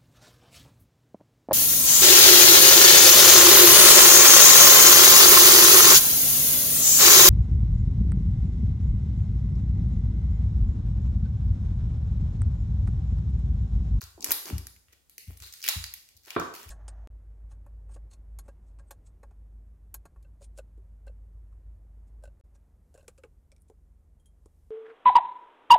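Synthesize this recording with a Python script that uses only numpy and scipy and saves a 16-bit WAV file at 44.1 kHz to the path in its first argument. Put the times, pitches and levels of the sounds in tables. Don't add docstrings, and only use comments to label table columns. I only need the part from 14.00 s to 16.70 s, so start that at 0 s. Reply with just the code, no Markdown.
import sys
import numpy as np
from scipy import signal
from scipy.fft import rfft, irfft
from scipy.io import wavfile

SR = 44100
rng = np.random.default_rng(int(sys.argv[2]) if len(sys.argv) > 2 else 0)


def pcm_store(signal):
    levels = np.round(np.clip(np.atleast_2d(signal), -1, 1) * 32767)
    wavfile.write(sys.argv[1], SR, levels.astype(np.int16).T)


N = 119070
WIDTH = 0.72
TOP_HZ = 15900


def undb(db):
    return 10 ** (np.asarray(db) / 20)


def add(out, x, start):
    i = max(int(start * SR), 0)
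    n = max(min(x.shape[-1], N - i), 0)
    out[..., i:i + n] += x[..., :n]


def unit(x):
    return x / np.sqrt(np.sum(x ** 2, axis=-1, keepdims=True) + 1e-20)


def filt(x, hz, kind, order=2):
    edges = np.clip(hz, 10, 0.45 * SR)
    return signal.sosfilt(signal.butter(order, edges, kind, fs=SR, output="sos"), x)


def curve(hz, table):
    table = np.array(table)
    return np.interp(np.log(np.maximum(hz, 1)), np.log(table[:, 0]), table[:, 1])


def stereo_noise(n):
    shared, left, right = rng.standard_normal((3, n))
    return np.sqrt(1 - WIDTH) * shared + np.sqrt(WIDTH) * np.array([left, right])


def coloured(n, table):
    gain = undb(curve(np.fft.rfftfreq(n, 1 / SR), table))
    return irfft(rfft(stereo_noise(n)) * gain, n)


# frequency in Hz, relative level in dB per Hz.
HISS_AND_HUM = [(25, 6), (70, -2), (200, -11.5), (600, -17), (2000, -27.5), (8000, -22), (16000, -24)]
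FLOOR_DB = -68


def floor():
    return unit(coloured(N, HISS_AND_HUM)) * np.sqrt(N) * undb(FLOOR_DB)


# frequency in Hz, time to fade by 60 dB in seconds, relative level in dB.
KITCHEN = [(99, 0.31, -10), (337, 0.51, -6.5), (900, 0.56, 0), (2380, 0.58, -2), (3780, 0.52, 4),
           (5940, 0.77, -6.5), (8560, 0.6, -0.5), (11100, 0.47, -2), (17300, 0.5, -15.5)]
ROOM_DB, ROOM_GAP_S, ROOM_RISE_S = -1, 0.0013, 0.0055


def kitchen(x):
    t, hz = np.arange(SR) / SR, np.fft.rfftfreq(SR, 1 / SR)
    shared = rfft(rng.standard_normal(SR))
    own = rfft(rng.standard_normal((2, SR)))
    alike = 1 / (1 + (hz / 480) ** 4)
    noise = np.sqrt(alike) * shared + np.sqrt(1 - alike) * own
    onset = 1 - np.exp(-np.maximum(t - ROOM_GAP_S, 0) / ROOM_RISE_S)
    centres = np.array(KITCHEN)[:, 0]
    tail = 0
    for (_, t60, db), pick in zip(KITCHEN, np.eye(len(KITCHEN))):
        band = irfft(noise * curve(hz, np.column_stack([centres, pick])), SR)
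        tail = tail + undb(db) * band * unit(onset * undb(-60 * t / t60))
    return undb(ROOM_DB) * signal.fftconvolve(x, tail, axes=1)[:, :N]


MIRROR_S, MIRROR_LEFT_DB, MIRROR_RIGHT_DB = 0.0021, -16.5, -17


def mirror(x):
    lag = int(MIRROR_S * SR)
    echo = np.pad(x, ((0, 0), (lag, 0)))[:, :N]
    return x + undb(np.array([[MIRROR_LEFT_DB], [MIRROR_RIGHT_DB]])) * echo


# start in seconds, length in seconds, level in dB,
# resonance in Hz, upper limit of the grit in Hz.
SCUFF_EVENTS = [(0.013, 0.015, -62, 343, 1550), (0.176, 0.006, -48, 367, 950),
                (0.18, .014, -63.5, 384, 960), (0.193, 0.078, -53.5, 312, 1080),
                (0.248, 0.06, -53.5, 323, 900), (0.304, 0.014, -43.5, 329, 1100),
                (0.451, 0.032, -52, 367, 520), (0.487, 0.021, -46.5, 347, 410),
                (0.507, .022, -44, 256, 384), (0.923, 0.016, -70.5, 376, 605),
                (1.181, 0.012, -68, 365, 600), (1.301, 0.01, -55.5, 272, 920),
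                (1.416, 0.078, -74, 360, 725), (1.645, 0.07, -65.5, 377, 900),
                (1.689, 0.013, -53.5, 357, 700), (2.266, 0.017, -61, 383, 1100)]
SLIPS_PER_S, SCUFF_WIDTH_HZ, SCUFF_GRIT_DB = 700, 142, -8.5


def scuffs():
    out, t = np.zeros((2, N)), np.arange(8192) / SR
    for start, length, db, hz, bright_hz in SCUFF_EVENTS:
        slips = rng.random(len(t)) < SLIPS_PER_S / SR
        fade = np.clip((length - t) / (0.12 * length), 0, 1)
        drag = (slips + 0.077 * stereo_noise(len(t))) * fade
        edges = [hz - SCUFF_WIDTH_HZ / 2, hz + SCUFF_WIDTH_HZ / 2]
        body = unit(filt(drag, edges, "bandpass"))
        grit = unit(filt(filt(drag, 162, "highpass", order=3), bright_hz, "lowpass", order=5))
        rub = unit(body + undb(SCUFF_GRIT_DB) * grit)
        add(out, undb(db) * np.sqrt(length * SR) * rub, start)
    return out


# start in seconds, level in dB, contact time in seconds.
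BUMP_EVENTS = [(.02, -44.5, 0.0084), (0.136, -52.5, .01), (.275, -54.5, 0.0024), (.519, -27.5, 0.0051),
               (.545, -28, 0.0068), (0.744, -60, 0.0089), (0.87, -60, .011), (1.27, -37, 0.0063),
               (1.397, -46, 0.0091), (1.639, -68, 0.0094), (1.753, -33, 0.0063), (2.139, -58, 0.01),
               (2.358, -44, 0.0041), (2.649, -43.5, 0.0099)]
# frequency in Hz, relative level in dB, time to fade by 60 dB in seconds.
BOARD_AND_TABLE = [(61.23, -0.5, 0.37), (88.04, 5, 0.27), (121.8, -5, 0.22), (179.5, 1, 0.11),
                   (257.7, -1.5, 0.12), (305, -0.5, 0.13)]
TABLE_RISE_S = 0.0036


def bumps():
    out, t = np.zeros(N), np.arange(SR // 2) / SR
    ring = np.zeros(len(t))
    for k, (hz, db, t60) in enumerate(BOARD_AND_TABLE):
        swing = (-1) ** k
        ring += swing * undb(db - 60 * t / t60) * np.sin(2 * np.pi * hz * t)
    ring = ring * (1 - np.exp(-t / TABLE_RISE_S))
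    for start, db, contact in BUMP_EVENTS:
        push = np.sin(np.pi * np.minimum(t / contact, 1)) ** 2
        boom = signal.fftconvolve(ring, push / push.sum())[:len(t)]
        add(out, undb(db) * boom, start)
    return out * undb(np.array([[1.1], [-1.1]]))


# start in seconds, level in dB, upper limit of the sound in Hz.
KNOCK_EVENTS = [(2.3634, -4.5, 2630), (2.366, -6, 2130), (2.398, -11, 2190)]
# frequency in Hz, relative level in dB, time to fade by 60 dB in seconds.
WOOD_TONES = [(136.5, -8, 0.28), (183, -2, 0.18), (249.4, -1, 0.12), (304.1, -2, 0.13), (355, 1, 0.074),
              (416, -2, 0.074), (655, -3.5, 0.045), (970, 6, 0.014), (1139, -0.5, 0.038),
              (1288, -1.5, 0.025), (1540, 5, 0.023), (1910, -47, .025), (2400, -2, 0.026)]
# frequency in Hz, relative level in dB per Hz.
CLACK_SPECTRUM = [(60, -28), (170, 4), (350, 8.5), (620, -0.5), (830, -18), (1150, 1.5), (1600, 0.5),
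                  (2100, -15), (3500, -10.5), (8000, -13)]
WOOD_DB, CLACK_DB, CLACK_S = -25.5, 4.5, 0.0045
MODE_SPREAD_HZ = 690


def knocks():
    out, t = np.zeros((2, N)), np.arange(SR // 4) / SR
    for start, db, bright_hz in KNOCK_EVENTS:
        ring = np.zeros((2, len(t)))
        for hz, tone_db, t60 in WOOD_TONES:
            phase = min((hz / MODE_SPREAD_HZ) ** 2, 2) * rng.standard_normal((2, 1))
            ring += undb(tone_db - 60 * t / t60) * np.sin(2 * np.pi * hz * t + phase)
        clack = unit(coloured(len(t), CLACK_SPECTRUM) * np.exp(-t / CLACK_S))
        knock = undb(WOOD_DB) * ring + undb(CLACK_DB) * clack
        add(out, undb(db) * filt(knock, bright_hz, "lowpass", order=3), start)
    return filt(out, 120, "highpass")


SKIN_BANDS = (3200, 4000, 6940, 9980)


def flake(x, levels_db, lowest_hz):
    low_top, mid_foot, mid_top, treble_foot = SKIN_BANDS
    bands = [(min(lowest_hz, 0.75 * low_top), low_top), (mid_foot, mid_top), (treble_foot, TOP_HZ)]
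    out = 0
    for db, (lo, hi) in zip(levels_db, bands):
        share = np.sqrt((hi - lo) / (SR / 2))
        out = out + undb(db) * share * unit(filt(x, [lo, hi], "bandpass"))
    return out


# start in seconds, length in seconds, low-mid level in dB,
# presence level in dB, treble level in dB, lowest frequency in Hz.
TEAR_EVENTS = [(0.01, 0.014, -44, -42, -43, 686), (0.021, 0.017, -50, -40, -61, 1000),
               (.252, 0.085, -37.5, -37, -71, 296), (0.305, .024, -31, -31.5, -37, 467),
               (0.454, 0.057, -38, -40.5, -43.5, 300), (.895, 0.035, -67.5, -95, -92, 1320),
               (0.924, 0.014, -53, -53, -57.5, 1500), (1.265, 0.076, -55, -59.5, -56, 1820),
               (1.367, 0.0086, -54.5, -52, -56, 1530), (1.418, 0.026, -45, -48, -54, 1160),
               (1.457, 0.029, -46, -48, -49, 1550), (1.522, 0.16, -55, -56, -54.5, 1540),
               (1.636, 0.031, -36, -52, -67, 1630), (1.692, 0.0066, -29, -22, -51, 724),
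               (2.166, 0.0118, -67, -50, -52, 2000), (2.227, 0.14, -53, -50.5, -55.5, 1600),
               (2.267, 0.11, -44.5, -72, -61.5, 600), (2.534, 0.034, -40, -44.5, -44, 2050),
               (2.556, 0.11, -48, -51.5, -50.5, 970), (2.682, 0.015, -46, -50, -51, 2000)]
FIBRES_PER_S, FIBRE_SPREAD_DB, FIBRE_S = 1200, 3.5, 0.00012


def tears():
    out, t = np.zeros((2, N)), np.arange(8192) / SR
    for start, length, *levels, lowest in TEAR_EVENTS:
        strength = undb(FIBRE_SPREAD_DB * np.minimum(rng.exponential(size=len(t)), 3.8))
        breaks = (rng.random(len(t)) < FIBRES_PER_S / SR) * strength
        pull = np.clip(np.minimum(t, length - t) / (0.16 * length), 0, 1)
        grains = signal.lfilter([1], [1, -np.exp(-1 / (FIBRE_S * SR))], breaks * pull)
        tear = flake(grains * stereo_noise(len(t)), levels, lowest)
        add(out, np.sqrt(length * SR) * tear, start)
    return out


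# start in seconds, low-mid level in dB, presence level in dB,
# treble level in dB, lowest frequency of the flake in Hz, its ringing frequency in Hz,
# gain in dB of what is sent into the room.
CRACK_EVENTS = [(0.0095, -27, -18.5, -24, 3200, 4440, -4), (0.0168, -14, -16.5, -19.5, 830, 13900, 2.5),
                (0.0389, -32, -17, -19, 3000, 6800, -14), (0.2072, -36, -15.5, -23, 3500, 7440, -1),
                (0.22, -18, -23, -18.5, 3000, 5200, 6.5), (0.2255, -14, -10, -25, 3480, 5900, -16),
                (0.244, -3, 0.5, 4.5, 1680, 5830, -1), (0.3074, 1.5, -3, -2, 610, 12200, -7),
                (0.3146, 0, -3, -3, 970, 12100, 0.5), (0.3185, -9, 5.5, 7.5, 965, 13400, -1),
                (0.456, -15, -11.5, -15, 900, 4500, 1.5), (0.5812, -13, -9.5, -14, 1820, 11500, -3),
                (0.669, -16.5, -11.5, -15.5, 1370, 11300, -2), (0.7632, -28.5, -30, -32.5, 1286, 2240, -7),
                (0.8837, -32.5, -44.5, -48.5, 1300, 2154, 2), (0.93, -25.5, -34, -35.5, 1800, 7100.0, -2.5),
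                (1.0964, -29.5, -27.5, -28.5, 1680, 11500, 4), (1.1808, -18, -33, -40, 1800, 2040, 3.5),
                (1.1805, -38, -14.5, -12, 7400, 6250, 3.5), (1.307, -29.5, -43, -29, 890, 2300, -0.5),
                (1.3739, -31, -28, -21.5, 1780, 7140, 3.5), (1.4018, -21, -22, -24, 1190, 7000, 6),
                (1.4224, -36, -15, -24.5, 1210, 13000.0, 9.5), (1.5248, -24, -18, -19, 1860, 6730, 4.5),
                (1.5376, -16.5, -15, -16, 1640, 6400, -2), (1.6177, -29, -18, -26, 2500, 4770, -4),
                (1.6269, -14, -12.5, -16, 2480, 5520, 11), (1.64, -2.5, -6, -6.5, 1710, 3900, 3),
                (1.6492, -8, -13, -11, 1670, 2240, -3.5), (1.6633, -3, -16, -14, 1600, 13200.0, -2),
                (1.6654, -10, -11, -13, 1920, 13100.0, 4), (1.6789, 5.5, 0, -1, 1580, 3900, -4),
                (1.6874, 5, 10, 10, 910, 2590, -0.5), (1.8403, -4.5, -4, -9.5, 1620, 4260, -3),
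                (1.8647, -19, -16, -18, 2500, 4800, -4), (1.9385, -9.5, -9.5, -11, 2000, 12700, -2),
                (2.0891, -24, -24.5, -33.5, 1840, 11300, 1.5), (2.2717, -25, -39, -31, 910, 12200, 10),
                (2.305, -6, -7.5, -17, 1930, 2720, -4.5), (2.3977, -24, -11, -14.5, 5100, 6540, 2.5),
                (2.5391, -22, -20, -21, 3040, 5900, 9), (2.6908, -20, -21.5, -27, 2500, 11000, 3)]
SNAP_PEAK_S, FLUTTER_S, FLUTTER_DB = 0.00025, 0.005, -7
RING_DB, RING_WIDTH = 3.5, 0.27


def cracks():
    ahead, around = np.zeros((2, N)), np.zeros((2, N))
    t = np.arange(1024) / SR
    snap_shape = t / SNAP_PEAK_S * np.exp(1 - t / SNAP_PEAK_S)
    shape = snap_shape + undb(FLUTTER_DB) * np.exp(-t / FLUTTER_S)
    for start, *levels, lowest, ring_hz, room_db in CRACK_EVENTS:
        burst = flake(stereo_noise(len(t)) * shape, levels, lowest)
        snap = filt(burst, 0.69 * lowest, "highpass")
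        edges = [ring_hz * (1 - RING_WIDTH / 2), ring_hz * (1 + RING_WIDTH / 2)]
        ring = filt(snap, edges, "bandpass", order=1)
        crack = snap + undb(RING_DB) * ring
        add(ahead, crack, start)
        add(around, undb(room_db) * crack, start)
    return ahead, around


WOOD_ROOM_DB, SCUFF_ROOM_DB, BUMP_ROOM_DB = 2.5, 1, -1


def scene():
    rub, boom, wood, tearing = scuffs(), bumps(), knocks(), tears()
    ahead, around = cracks()
    into_room = mirror(around + tearing)
    into_room = into_room + undb(WOOD_ROOM_DB) * wood + undb(SCUFF_ROOM_DB) * rub
    into_room = into_room + undb(BUMP_ROOM_DB) * filt(boom, 129, "highpass", order=3)
    return floor() + kitchen(into_room) + rub + boom + wood + mirror(ahead + tearing)


LOW_CUT_HZ = 46


def record(dry):
    x = filt(dry, LOW_CUT_HZ, "highpass", order=4)
    return signal.sosfilt(signal.ellip(8, 0.2, 70, TOP_HZ, fs=SR, output="sos"), x)


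dry = scene()
out = record(dry)
pcm_store(out)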